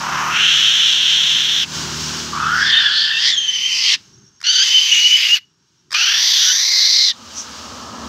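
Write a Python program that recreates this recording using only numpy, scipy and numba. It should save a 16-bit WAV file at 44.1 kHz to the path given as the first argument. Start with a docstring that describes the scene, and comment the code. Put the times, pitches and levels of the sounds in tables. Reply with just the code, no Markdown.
"""Four long, rasping screams of a young bird of prey, a metre from a phone in a garden.
Uneven slaps and turbulence in its syrinx ring throat and beak resonances; thin wavering tones
break through. Behind it an idling engine dies away, a rumble, a broad hiss and insects swell
and fade, and a vehicle draws near at the end."""
import sys
import numpy as np
from scipy import signal
from scipy.fft import rfft, irfft
from scipy.io import wavfile
from scipy.ndimage import uniform_filter1d, minimum_filter1d
from numba import njit

SR = 44100
rng = np.random.default_rng(int(sys.argv[2]) if len(sys.argv) > 2 else 0)


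def to_wav(sig):
    """Store sig (one row per channel, or 1-D mono) as 16-bit WAV at the path in sys.argv[1].

    Samples outside -1..1 are clipped; the rate is SR.
    """
    pcm = np.clip(np.atleast_2d(sig), -1, 1) * 32767
    pcm = np.round(pcm).astype(np.int16)
    wavfile.write(sys.argv[1], SR, pcm.T)  # frames by channels


N = 356636
TIME_S = np.arange(N) / SR

# course shared by rumble and engine: (time [s], level [dB])
RUMBLE_LEVEL = [(0.0, -42.5), (0.3, -40.5), (0.7, -50.5), (1.64, -46.5), (1.77, -37), (2.46, -38),
                (2.9, -48), (3.5, -54.5), (4.2, -53.5), (4.35, -66), (6.5, -68), (7.2, -62)]


def undb(db):
    return 10 ** (np.asarray(db) / 20)


def unit(x):
    return x / np.sqrt(np.mean(x ** 2))


def bump(at_s, width_s):
    return np.exp(-((TIME_S - at_s) / width_s) ** 2)


def curves(rows):
    """Columns interpolated over the first (time [s]), one value a sample."""
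    times_s, *columns = np.transpose(rows)
    return [np.interp(TIME_S, times_s, column) for column in columns]


def walk(rate_hz):
    """Random steps, smoothed; RMS 1."""
    hold = int(SR / rate_hz)
    steps = np.repeat(rng.standard_normal(N // hold + 1), hold)
    return unit(uniform_filter1d(uniform_filter1d(steps, hold), hold)[:N])


@njit
def bandpass(x, hz, width_hz):
    """State-variable filter with moving centre and width; gain 1 at the centre."""
    y, band, low = np.empty(len(x)), 0., 0.
    for i in range(len(x)):
        g, damping = np.tan(np.pi * hz[i] / SR), width_hz[i] / hz[i]
        v = (band + g * (x[i] - low)) / (1 + g * (g + damping))
        band, low, y[i] = 2 * v - band, low + 2 * g * v, damping * v
    return y


def resonance(x, hz, width_hz, stages=2):
    """Cascaded band-passes, levelled to RMS 1 over 1/30 s."""
    for _ in range(stages):
        x = bandpass(x, hz * np.ones(N), width_hz * np.ones(N))
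    return x / np.sqrt(uniform_filter1d(x ** 2, SR // 30) + 1e-9)


def coloured_noise(spectrum, flicker_db):
    """Flickering noise shaped by (frequency [Hz], level [dB]) points; RMS 1."""
    hz, db = np.transpose(spectrum)
    bins_hz = np.arange(N // 2 + 1) * SR / N + 1
    gain = undb(np.interp(np.log(bins_hz), np.log(hz), db))
    noise = irfft(rfft(rng.standard_normal(N)) * gain, N)
    return unit(noise * undb(flicker_db * walk(12)))


def syrinx(rate_hz, slap_share):
    """Uneven membrane slaps, each with a decaying gush of turbulence."""
    cycles = np.cumsum(rate_hz * np.clip(1 + .3 * walk(500), .1, 3)) / SR
    slaps = np.diff(np.floor(cycles), prepend=0) * undb(.4 * rng.standard_normal(N))
    gush = undb(-8 * (cycles % 1)) * rng.standard_normal(N)
    return undb(walk(70)) * (np.sqrt(slap_share) * unit(slaps) + np.sqrt(1 - slap_share) * unit(gush))


def rasp(beak_hz=4684, attack_s=.01, release_s=.024, snap_s=.018, snap_depth=.22, drift_per_db=.015):
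    """The syrinx rings throat, beak and chest; resonances drop as the throat snaps shut."""
    # per call: (time [s], low resonance [Hz], throat resonance [Hz], throat level [dB],
    # low re throat [dB], brightness [dB])
    calls = [
        [(0.0, 1090, 2850, -36, 7.5, 17), (0.17, 1240, 2830, -28.5, 9, 12), (0.29, 1220, 2700, -29.5, 8.5, 17),
         (0.36, 1450, 2700, -14.5, -5, -2), (0.45, 1560, 3000, -11, -12.5, -4),
         (0.63, 1590, 3180, -13.5, -14.5, 1.5), (1.0, 1650, 3250, -13.5, -17.5, -1.5),
         (1.41, 1790, 3350, -15, -16, 1.5), (1.655, 1770, 3360, -17, -15, 5)],
        [(2.32, 1120, 3170, -45, 18, 1), (2.55, 1445, 3000, -30, 16.5, 19), (2.7, 1770, 3270, -16.5, -5, -6),
         (2.85, 1670, 3070, -21, -1.5, 0), (2.98, 1620, 3670, -16.5, -15.5, -30),
         (3.13, 1610, 2983, -24, -5.5, 8), (3.29, 1920, 3630, -19, -8, 0), (3.39, 1700, 3310, -27.5, -11.5, 3),
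         (3.65, 2000, 2700, -25, -8.5, 12.5), (3.965, 2120, 3070, -17.5, -6.5, 7.5)],
        [(4.435, 1790, 3160, -24.5, -11, -21), (4.53, 1760, 3400, -21.5, -9.5, -11),
         (4.66, 2210, 2970, -16.5, -11.5, -11), (5.1, 2320, 2780, -20.5, -12.5, -2.5),
         (5.392, 2120, 2830, -22, -7.5, -0.5)],
        [(5.935, 1560, 2880, -20.5, -7.5, -1.5), (6.03, 1460, 2790, -20, -5, 2),
         (6.3, 2000, 3540, -17.5, -10.5, 5.5), (6.47, 1650, 3430, -17, -12.5, 5.5),
         (6.66, 2090, 4210, -17.5, -12.5, 2.5), (6.82, 1950, 4200, -15, -15.5, 0),
         (7.125, 2000, 4140, -12.5, -23.5, -10.5)],
    ]
    # per call: (slap rate [Hz], slap share [0-1], patchiness [dB],
    # widths of low, throat, beak, upper beak [Hz])
    textures = [(440, .7, .8, 1000, 1150, 1300, 1900), (400, .45, 2, 500, 900, 1450, 1900),
                (380, .3, 2.5, 1000, 1500, 1300, 1500), (600, .55, 1.4, 750, 1250, 1300, 1000)]
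    # per call: (upper beak [Hz], beak, upper beak, air re throat [dB], chest re low [dB])
    colours = [(5770, -22.5, -11.5, -35.5, -18.5), (5300, -7.5, -9, -40.5, -18),
               (6090, -1.5, -1.5, -20, -17), (5790, -2, -2, -27, -15)]
    # brief beak boosts: (time [s], beak [dB], upper beak [dB], width [s])
    flares = [(2.98, 11, -28, 0.13), (3.285, 7, 8.5, 0.052), (3.89, 4, 4.5, 0.23), (5.988, 1.5, 1, 0.057)]
    # breath bands: (centre [Hz], width [Hz], level [dB])
    air_bands = [(8600, 2900, -22.5), (12690, 6400, 22.5)]
    low_hz, throat_hz, throat_db, low_db, bright_db = curves(np.concatenate(calls))
    held = [(call[end][0], *texture, *colour)
            for call, texture, colour in zip(calls, textures, colours) for end in (0, -1)]
    rate_hz, share, patchy_db, *widths_hz, upper_hz, beak_db, upper_db, air_db, chest_db = curves(held)
    flare_db = sum(np.outer(db, bump(at_s, width_s)) for at_s, *db, width_s in flares)
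    beak_db += .1 * bright_db + flare_db[0]
    upper_db += .54 * bright_db + flare_db[1]
    centres_hz, levels_db = (low_hz, throat_hz, beak_hz, upper_hz), (low_db, 0, beak_db, upper_db)
    snap = 1 - snap_depth * sum(np.exp(-np.abs(TIME_S - call[-1][0]) / snap_s) for call in calls)
    source = syrinx(rate_hz, share)
    voice = 0
    for hz, width_hz, db in zip(centres_hz, widths_hz, levels_db):
        gain = undb(db + patchy_db * walk(14))
        drift = 1 + drift_per_db * patchy_db * walk(10)
        voice += gain * resonance(source, hz * snap * drift, width_hz, stages=3)
    voice += undb(low_db + chest_db) * resonance(source, hz=1037, width_hz=590, stages=3)
    air = sum(undb(db) * resonance(source, hz, width_hz) for hz, width_hz, db in air_bands)
    voice += undb(air_db + bright_db) * unit(air)
    gate = sum(np.minimum((TIME_S - call[0][0]) / attack_s, (call[-1][0] - TIME_S) / release_s).clip(0, 1)
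               for call in calls)
    return voice * undb(throat_db) * gate


def whistles():
    """Self-sustained syrinx tones; pitch and level shake, more so when rough."""
    # per tone: ((roughness [0-1], partials [dB]), rows of (time [s], pitch [Hz], level [dB],
    # overtone gain [dB]))
    tones = [ ((.6, [0, 0]), [(0.2, 1076, -44, -20), (0.3, 1250, -27, -14), (0.37, 1450, -30, 2),
             (0.45, 1570, -34, 8)]), ((0.43, [0, 0]), [(2.33, 966, -34, -22), (2.4, 1280, -39, 1),
             (2.48, 1304, -43, 0), (2.58, 1530, -27.5, -27), (2.65, 1720, -21.5, 0),
             (2.8, 1802, -27.5, 13.5), (2.89, 1663, -21, 1), (2.97, 1764, -28.5, 1), (3.1, 1765, -29.5, -3),
             (3.28, 1907, -24.5, 7), (3.33, 1860, -46, 6)]), ((.3, [0]), [(3.125, 2680, -32, 0),
             (3.165, 2700, -20, 0), (3.2, 2800, -26, 0)]), ((0.31, [0, 0]), [(3.29, 3810, -27, -27),
             (3.37, 3200, -20, -9.5), (3.47, 3106, -20, -10.5), (3.6, 3004, -22.5, -4.5),
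             (3.65, 3090, -16.5, -12), (3.75, 3053, -25, -10), (3.8, 3053, -27.5, 4), (3.9, 3200, -15, -26),
             (3.96, 2970, -39.5, -3.5)]), ((.65, [-16, -4, -3, -8]), [(4.44, 1440, -21.5, 2),
             (4.47, 1490, -13.5, 5), (4.53, 1533, -16, 4.5), (4.63, 1556, -9, -3)]), ((0.32, [0, 0]),
             [(4.63, 3160, -16, -7), (4.67, 3020, -17, -6), (4.75, 3037, -12.5, -18),
             (4.9, 3060, -20.5, -6.5)]), ((.33, [0, 0]), [(4.915, 2892, -12.5, -10), (5.0, 2880, -13, -23),
             (5.13, 2990, -9.5, -26), (5.24, 2950, -20, -30), (5.3, 2810, -15, -26.5),
             (5.345, 2910, -9.5, -26), (5.375, 2900, -38.5, -15)]), ((.5, [0, 0]), [(5.945, 1178, -33, 11),
             (6.04, 1470, -35, 17), (6.115, 1680, -29, 10.5), (6.3, 2110, -50, 22), (6.38, 1844, -48, 15)]),
             ((.5, [0, 0]), [(6.46, 1548, -43, 14), (6.51, 1490, -26, 7), (6.55, 1763, -56, 17),
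             (6.69, 2170, -32, -11), (6.75, 2070, -32, -7), (7.06, 2160, -30, 13), (7.125, 1803, -34, 3)]),
             ]
    slow_pitch, quick_pitch, slow_level, quick_level = walk(50), walk(500), walk(70), walk(350)
    out = 0
    for (roughness, partials_db), course in tones:
        hz, level_db, overtone_db = curves(course)
        cycles = np.cumsum(hz * (1 + .0035 * slow_pitch + .05 * roughness * quick_pitch)) / SR
        stumble = unit(undb(4 * slow_level + 4 * roughness * quick_level))
        gate = uniform_filter1d(1. * ((TIME_S >= course[0][0]) & (TIME_S < course[-1][0])), 400)
        partials = sum(undb(db + (k > 1) * overtone_db) * np.cos(2 * np.pi * k * cycles)
                       for k, db in enumerate(partials_db, 1))
        out += gate * stumble * undb(level_db) * partials
    return np.sqrt(2) * out


def puffs(sputter_s=.002):
    """Throat sputters before the syrinx catches, and one short high hiss."""
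    # (onset [s], peak [dB])
    sputters = [(4.403, -41), (4.414, -29), (4.428, -29.5), (5.907, -30), (5.917, -22), (5.925, -22),
                (5.929, -17), (5.945, -16)]
    # (time [s], peak [dB], width [s])
    hisses = [(7.392, -25.5, 0.034)]
    air = rng.standard_normal(N)
    throat = unit(resonance(air, 1800, 1400) + resonance(air, 4850, 770) + resonance(air, 3800, 2800))
    sputter_gain = sum(undb(db) * bump(at_s + sputter_s, sputter_s) for at_s, db in sputters)
    hiss_gain = sum(undb(db) * bump(at_s, width_s) for at_s, db, width_s in hisses)
    return throat * sputter_gain + resonance(air, 5960, 1200) * hiss_gain


def garden_echo(x, t60_s=.2, level_db=-22):
    """Trunks and ground return a short, faint tail."""
    tail = rng.standard_normal(SR // 3) * undb(-60 * TIME_S[:SR // 3] / t60_s)
    return undb(level_db) * signal.fftconvolve(x, tail / np.sqrt(np.sum(tail ** 2)))[:N]


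def engine(firing_hz=38.7, over_rumble_db=3.5, fade_at_s=2.67, fade_db_per_s=92.5):
    """Idling engine: multiples of the firing rate, each wavering in level; it dies away."""
    # (multiple of firing rate, level [dB])
    orders = [(1, -20.5), (2, -1), (3, -36), (4, 3.5), (5, -4.5), (6, -1.5), (7, -5), (8, -11), (9, -5.5),
              (10, -5.5), (11, -9.5)]
    rumble_db, = curves(RUMBLE_LEVEL)
    hum = sum(undb(db + 2 * walk(6.7)) * np.cos(2 * np.pi * (k * firing_hz * TIME_S + rng.random()))
              for k, db in orders)
    fade_db = fade_db_per_s * np.maximum(TIME_S - fade_at_s, 0)
    return unit(hum) * undb(rumble_db + over_rumble_db - fade_db)


def rumble(gust_s=.073):
    """Low noise that swells and fades; wing beats push soft gusts."""
    # (frequency [Hz], level [dB])
    spectrum = [(24, -49), (40, -12.5), (59, -9), (135, 0.5), (195, -3.5), (249, -8), (396, -8), (500, -32),
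                (650, -59.5), (1100, -120)]
    # (time [s], peak [dB])
    gusts = [(5.93, -61.5), (6.16, -61)]
    level_db, = curves(RUMBLE_LEVEL)
    gain = undb(level_db) + sum(undb(db) * bump(at_s, gust_s) for at_s, db in gusts)
    return gain * coloured_noise(spectrum, flicker_db=2)


def vehicle(near_s=7.225, near_db=-42, rise_db_per_s=87, creep_db_per_s=12.5):
    """A vehicle draws near: low noise rises fast, then creeps up."""
    # (frequency [Hz], level [dB])
    spectrum = [(24, -51.5), (40, -36), (75, 3.5), (155, -12.5), (238, 4.5), (307, -7), (404, -10.5),
                (664, -6.5), (736, -10), (1300, -1), (1510, -28), (1700, -14), (2090, -28), (2400, -39),
                (3120, -45.5), (5280, -120)]
    since_s = TIME_S - near_s
    level_db = near_db + np.where(since_s < 0, rise_db_per_s, creep_db_per_s) * since_s
    return undb(level_db) * coloured_noise(spectrum, flicker_db=.99)


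def broad_hiss(mid_db=-7):
    """Mid and high noise bands swell and fade together."""
    # (time [s], level [dB])
    course = [(1.68, -33), (1.75, -26), (2.14, -26.5), (2.3, -29), (4.0, -52.5), (4.33, -60.5), (5.42, -66),
              (5.9, -63), (7.16, -45), (7.45, -35.5), (8.09, -38)]
    # both: (frequency [Hz], level [dB])
    mid_spectrum = [(260, -30.5), (450, -8.5), (730, -10), (907, -2), (1230, -2), (1570, 0), (2400, -19),
                    (3120, -38.5), (5280, -120)]
    high_spectrum = [(1350, -28), (2300, -8), (2630, -7.5), (2900, -1.5), (3570, -4.5), (5490, -1),
                     (6600, -4), (9830, -26.5), (14300, -28.5), (15500, -28.5)]
    level_db, = curves(course)
    mid = undb(mid_db) * coloured_noise(mid_spectrum, flicker_db=.65)
    return undb(level_db) * (mid + coloured_noise(high_spectrum, flicker_db=1))


def insects():
    """Insect drone: two narrow, fluttering noise bands."""
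    # (centre [Hz], width [Hz], level [dB])
    bands = [(5580, 200, 0), (6350, 260, -3)]
    # (time [s], level [dB])
    course = [(1.8, -80), (2.08, -30.5), (2.3, -54), (4.0, -56), (4.4, -59.5), (5.5, -70.5), (8.09, -72.5)]
    level_db, = curves(course)
    drone = sum(undb(db + 3.5 * walk(40)) * resonance(rng.standard_normal(N), hz, width_hz)
                for hz, width_hz, db in bands)
    return undb(level_db) * drone


def scene():
    bird = rasp() + whistles() + puffs()
    return (bird + garden_echo(bird) + insects() + rumble() + vehicle() + broad_hiss() + engine())[None]


def record(dry, low_hz=64.8, limit=.8, top_hz=15650):
    """The phone loses deep bass, limits peaks and cuts the top."""
    x = signal.sosfilt(signal.butter(2, low_hz, "high", fs=SR, output="sos"), dry)
    gain = minimum_filter1d(np.minimum(1, limit / (np.abs(x) + 1e-9)), size=90)
    x = x * uniform_filter1d(gain, size=45)
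    return signal.sosfilt(signal.ellip(10, .2, 70, top_hz, fs=SR, output="sos"), x)


dry = scene()
out = record(dry)
to_wav(out)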